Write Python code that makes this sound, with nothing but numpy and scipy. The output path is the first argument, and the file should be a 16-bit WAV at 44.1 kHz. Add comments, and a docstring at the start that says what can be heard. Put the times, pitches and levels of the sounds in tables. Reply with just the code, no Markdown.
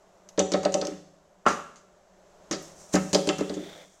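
"""Plastic football in a steel sink

A small ball is knocked about a kitchen sink, close by, in a hard-walled room with a faint hiss.
It bounces to rest, rings under one hard knife blow, is flicked up, bounces again and rolls out.
Each landing booms in the basin's modes while the ball's skin slaps against the steel.
Sliding and rolling rub the skin over the steel with an uneven grip."""
import sys
import numpy as np
from scipy import signal
from scipy.fft import rfft, irfft
from scipy.io import wavfile
from scipy.ndimage import uniform_filter1d

SR = 44100
rng = np.random.default_rng(int(sys.argv[2]) if len(sys.argv) > 2 else 0)


def master_out(mix):
    """Clip the mix to full scale and print it as 16-bit PCM to the path in sys.argv[1]."""
    frames = np.transpose(np.atleast_2d(mix))
    ceiling = np.clip(frames, -1, 1)
    pcm = np.round(ceiling * 32767).astype(np.int16)
    wavfile.write(sys.argv[1], SR, pcm)


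N = 176400
TIME_S = np.arange(N) / SR
IR_LEN = 32768
AGE_S = TIME_S[:IR_LEN]
BIN_HZ = np.maximum(np.arange(IR_LEN // 2 + 1) * SR / IR_LEN, 1)


def amp(db):
    """Decibels to gain."""
    return 10 ** (np.asarray(db) / 20)


def at_hz(table, hz=BIN_HZ, column=1):
    """Table column interpolated over log frequency."""
    rows = np.array(table)
    return np.interp(np.log(hz), np.log(rows[:, 0]), rows[:, column])


def unit_energy(x):
    """Scale to energy 1."""
    return x / np.sqrt(np.sum(x ** 2) + 1e-20)


def convolve(x, response):
    """Convolution cut to the input length."""
    return signal.fftconvolve(x, response)[:len(x)]


def pulse(spectrum_db):
    """Minimum-phase pulse with the given spectrum."""
    cepstrum = irfft(np.log(amp(spectrum_db)))
    cepstrum[1:IR_LEN // 2] *= 2
    cepstrum[IR_LEN // 2 + 1:] = 0
    return irfft(np.exp(rfft(cepstrum)))


def add(track, start_s, sound):
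    """Mix a sound in at start_s."""
    start = int(start_s * SR)
    track[start:start + len(sound)] += sound[:N - start]


def burst(fade_s):
    """Decaying spray of tiny contacts or echoes, energy 1."""
    return unit_energy(rng.standard_normal(IR_LEN) * np.exp(-AGE_S / fade_s))


def ringing(modes, build_s):
    """Decaying sines of a struck body, building up during contact."""
    sines = sum(amp(db - 60 * AGE_S / t60_s) * np.sin(2 * np.pi * hz * AGE_S) for hz, db, t60_s in modes)
    return sines * (1 - np.exp(-AGE_S / build_s))


def noise(spectrum):
    """Steady coloured noise, rms 1."""
    coloured = convolve(rng.standard_normal(N + IR_LEN), pulse(at_hz(spectrum)))
    return unit_energy(coloured[IR_LEN:]) * np.sqrt(N)


# Background colour: freq_hz, level_db
HISS_SPECTRUM = [(25, -9), (90, -15), (150, -18), (190, -1.5), (240, -24), (380, -7), (490, -12.5),
                 (590, -2.5), (800, -12), (1200, -16.5), (2400, -28), (4800, -31), (6200, -26), (7800, -29),
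                 (8500, -39.5), (12000, -43), (15500, -53)]
# Background swell: time_s, gain_db
HISS_ENVELOPE = [(0, 3), (.3, 4), (1.3, 1), (2.1, 2.5), (2.6, 9.5), (4, -1.5)]


def room_hiss(level_db=-62):
    """Faint background noise, slowly rising and falling."""
    swell_db = np.interp(TIME_S, *np.transpose(HISS_ENVELOPE))
    return noise(HISS_SPECTRUM) * amp(level_db + swell_db)


# Skin contacts: start_s, level_db, pitch_hz, fade_s, treble_db
SKIN_SLAPS = [(0.289, -22.5, 6300, .007, 13), (.377, -10, 3700, 0.011, -20), (.393, 3, 6560, 0.0036, -25),
              (0.4, -2.5, 3360, 0.009, -3), (0.519, -2, 6250, 0.011, -1), (.537, -2, 4300, 0.0036, -16),
              (0.632, -15, 7000, .01, 4), (.651, -3.5, 4530, 0.0032, -5), (.722, -13, 7140, 0.022, 4),
              (.742, 0, 6600, 0.003, -2.5), (0.814, -5.5, 4800, .004, -30), (.851, -11, 5900, 0.0035, 0),
              (.870, -8.5, 6200, 0.0023, 7), (1.457, -38, 6100, 0.0038, -2), (1.485, -3, 6370, 0.042, 6.5),
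              (1.759, -24.5, 7000, 0.03, 1), (2.512, -3.5, 6420, 0.011, 3.5), (2.526, -3, 5100, 0.019, -7),
              (2.625, -39, 9800, 0.0046, 36), (2.687, -39, 6000, 0.0023, 3), (2.938, -4, 6400, .01, 0),
              (2.954, 0, 6260, 0.0082, 9), (3.131, 4, 6900, 0.021, 5), (3.147, 8, 4960, 0.0054, 0),
              (3.273, -4.5, 8600, 0.0077, 5), (3.29, 4.5, 2960, 0.0041, -28),
              (3.384, -11.5, 6230, 0.011, 12), (3.408, -13.5, 7300, .004, 1),
              (3.496, -13.5, 4160, 0.0054, -4), (3.541, -16, 6660, 0.011, 1)]
# Slap colour: freq_hz, level_db
SKIN_SPECTRUM = [(200, -30), (900, -1), (2000, -6.5), (4000, -1.5), (6000, -2), (7400, -4.5), (9000, -15.5),
                 (11000, -25), (15500, -41)]


def skin_slaps(gain_db=2, snap=0.52, peak_db=8, width_oct=0.22, shelf_hz=(7840, 11740)):
    """The skin snaps onto the steel and crackles as it flattens, each slap at its own pitch."""
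    out = np.zeros(N)
    for start_s, level_db, pitch_hz, fade_s, treble_db in SKIN_SLAPS:
        contact = burst(fade_s)
        contact[0] += snap
        resonance_db = peak_db * np.exp(-0.5 * (np.log2(BIN_HZ / pitch_hz) / width_oct) ** 2)
        shelf_db = np.interp(BIN_HZ, shelf_hz, [0, treble_db])
        colour = pulse(at_hz(SKIN_SPECTRUM) + resonance_db + shelf_db)
        add(out, start_s, amp(gain_db + level_db) * convolve(contact, colour))
    return out


# Pushes on the basin: start_s, boom_db, body_db, ring_db, clang_db
BALL_LANDINGS = [(0.38, -3.5, 1.5, -2, -9.5), (.396, -3, -3.5, 0, -8), (.519, -7.5, -2, -15.5, -15.5),
                 (0.54, -2, -4, 3.5, -5), (.632, -7, -31, -14, -13.5), (.654, -6.5, -3.5, 3, -7.5),
                 (.746, -5.5, -1.5, 4, -13.5), (.820, -15, -5.5, -10.5, -12.5),
                 (0.875, -22, -2.5, -24, -19.5), (0.917, -11, -15, -44, -25), (.962, -31, -36, -41, -30),
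                 (1.465, -5, -4.5, -5, -10.5), (2.510, -6.5, -1.5, -19, -7.5),
                 (2.529, -11.5, -14.5, -10, -13), (2.941, 8, 3, -4.5, -5.5), (2.958, 0.5, -13, -6.5, -1),
                 (3.067, -12, -30, -40, -40), (3.132, 2.5, -5, -6.5, -18), (3.150, -0.5, 3, 4.5, -7),
                 (3.274, -1.5, 2, -9.5, -20), (3.294, -15, -7, -3.5, -4.5), (3.388, -3, -7, -24, -13),
                 (3.408, -4, 1, -10, -12), (3.498, -7.5, -2.5, -14.5, -19.5),
                 (3.567, -10.5, -2, -25, -25.5), (3.622, -21, -9, -36, -39)]
# Main basin modes: freq_hz, level_db, t60_s
BASIN_MODES = [(85.2, -47.5, 0.47), (161.1, -34.5, 0.83), (188.64, -21, 0.37), (227, -21.5, 0.058),
               (299, -26, 0.25), (332.6, -15, 0.032), (386.1, -32, 0.44), (406.3, -29.5, 0.38),
               (422.7, -34, 0.14), (552, -31, 0.52), (578.6, -17.5, 0.11), (597.7, -30.5, 0.32),
               (758.6, -33, 0.38), (1073, -46, 0.25), (1295, -33, .25)]
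# Dense weak modes: freq_hz, level_db
WEAK_MODE_SPECTRUM = [(40, -27), (90, -10), (125, -16), (200, -6.5), (400, 5), (600, -1.5), (850, -5.5),
                      (1250, -6.5), (2000, -10), (3500, -25.5), (8000, -43), (15500, -69)]
# Bass colour of the booms and knife crack, low bump near 88 Hz, dip at 120 Hz: freq_hz, gain_db
BASS_COLOUR = [(35, -18), (60, -9.5), (88, 3.5), (120, -18), (165, -6), (230, 1.5)]


def basin_booms(bands_hz=(190, 350, 600, 1400), weak_db=-7.5, weak_t60_s=0.13, weak_build_s=0.0012):
    """Each landing rings the main modes and, by where it falls, its own mix of weak ones."""
    pushes, weak_rings = np.zeros(N), np.zeros(N)
    weak_envelope = amp(weak_db - 60 * AGE_S / weak_t60_s) * (1 - np.exp(-AGE_S / weak_build_s))
    for start_s, *levels_db in BALL_LANDINGS:
        push = pulse(at_hz(list(zip(bands_hz, levels_db))))
        add(pushes, start_s, push)
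        add(weak_rings, start_s, convolve(push, weak_envelope * rng.standard_normal(IR_LEN)))
    main = convolve(pushes, ringing(BASIN_MODES, build_s=0.0022))
    weak = convolve(weak_rings, pulse(at_hz(WEAK_MODE_SPECTRUM)))
    return convolve(main + weak, pulse(at_hz(BASS_COLOUR)))


# Blade contacts in one blow: start_s, level_db
KNIFE_CONTACTS = [(1.4554, -16.5), (1.4639, 4.5), (1.4685, -11)]
# Hollow ball modes: freq_hz, level_db, t60_s
BALL_MODES = [(725, -31, 0.21), (997, -43.5, .18), (1097, -22.5, 0.083), (1142, -25.5, 0.12),
              (1184, -29.5, 0.34), (1218, -24, 0.17), (1340, -17, 0.077), (1353, -28, 0.15),
              (1660, -30, 0.13)]
# Crack colour: freq_hz, level_db
CRACK_SPECTRUM = [(120, -16), (230, -2), (400, -1), (800, -6), (1200, 2), (1750, -6), (2100, -13),
                  (2700, -13), (4000, -26), (7000, -24), (10000, -44.5), (15000, -61)]


def knife_blow(crack_db=18.5):
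    """The blade grazes, then strikes the ball: a crack and a hollow ring."""
    out = np.zeros(N)
    ring = ringing(BALL_MODES, build_s=0.0008)
    colour = pulse(at_hz(CRACK_SPECTRUM) + at_hz(BASS_COLOUR))
    for start_s, level_db in KNIFE_CONTACTS:
        crack = amp(crack_db) * convolve(burst(fade_s=0.03), colour)
        add(out, start_s, amp(level_db) * (ring + crack))
    return out


def friction(envelope, spectrum, roughness_db=1):
    """Skin rubbing on steel: noise whose level wavers with the uneven grip."""
    grip = unit_energy(uniform_filter1d(rng.standard_normal(N), size=250)) * np.sqrt(N)
    level_db = np.interp(TIME_S, *np.transpose(envelope), left=-120)
    return noise(spectrum) * amp(level_db + roughness_db * grip)


# Slide loudness: time_s, level_db
SLIDE_ENVELOPE = [(2.52, -63), (2.56, -61), (2.63, -53), (2.69, -54.5), (2.75, -61.5), (2.81, -51.5),
                  (2.87, -56.5), (2.92, -54), (2.938, -30), (2.97, -46.5), (3.1, -50.5), (3.5, -55.5),
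                  (4, -65.5)]
# Slide colour: freq_hz, level_db
SLIDE_SPECTRUM = [(1000, -1), (3000, -10), (4800, -5), (5800, 6), (7800, 2), (10000, -10.5), (15500, -22.5)]


def ball_slide():
    """The skin slides on the steel as the ball is flicked up."""
    return friction(SLIDE_ENVELOPE, SLIDE_SPECTRUM)


# Roll loudness: time_s, level_db
ROLL_ENVELOPE = [(3.3, -57), (3.52, -51), (3.68, -47), (3.82, -49.5), (3.87, -61), (4, -74)]
# Roll colour: freq_hz, level_db
ROLL_SPECTRUM = [(300, -11), (600, 7.5), (1000, -10), (2100, -4.5), (2800, -13.5), (3480, 1), (4000, -11.5),
                 (6500, -16), (10000, -27), (15500, -30.5)]


def ball_roll():
    """The ball rolls out, rubbing softly on the basin."""
    return friction(ROLL_ENVELOPE, ROLL_SPECTRUM)


# Room reverberation: freq_hz, level_db, t60_s
ROOM_TAIL = [(100, -15, 0.96), (298, -13, 0.61), (600, -10, .58), (1300, -10.5, 0.58), (3000, -7.5, 0.6),
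             (6540, -11.5, 0.63), (14000, -3, 0.61)]


def echoes(x, early_db=-7.5, early_s=0.01):
    """Quick echoes between the basin walls give way to the room tail, dying band by band."""
    edges_hz = np.geomspace(60, 16000, 13)
    white = rng.standard_normal((2, IR_LEN))
    build = 1 - np.exp(-AGE_S / early_s)
    tail = np.zeros(IR_LEN)
    for k, band_hz in enumerate(zip(edges_hz, edges_hz[1:])):
        centre_hz = np.sqrt(np.prod(band_hz))
        t60_s = at_hz(ROOM_TAIL, centre_hz, column=2)
        envelope = unit_energy(amp(-60 * AGE_S / t60_s) * build)
        bandpass = signal.butter(2, band_hz, "band", fs=SR, output="sos")
        tail += amp(at_hz(ROOM_TAIL, centre_hz)) * envelope * signal.sosfilt(bandpass, white[k % 2])
    highpass = signal.butter(2, 1500, "high", fs=SR, output="sos")
    early = signal.sosfilt(highpass, burst(early_s))
    return convolve(x, tail + amp(early_db) * early)


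def scene():
    """Mono mix: hits with echoes, dry friction, background."""
    hits = basin_booms() + skin_slaps() + knife_blow()
    return (hits + echoes(hits) + ball_slide() + ball_roll() + room_hiss())[None]


def record(dry):
    """Steep low-pass."""
    cutoff_hz = 15900
    return signal.sosfilt(signal.ellip(10, 0.1, 80, cutoff_hz, fs=SR, output="sos"), dry)


dry = scene()
out = record(dry)
master_out(out)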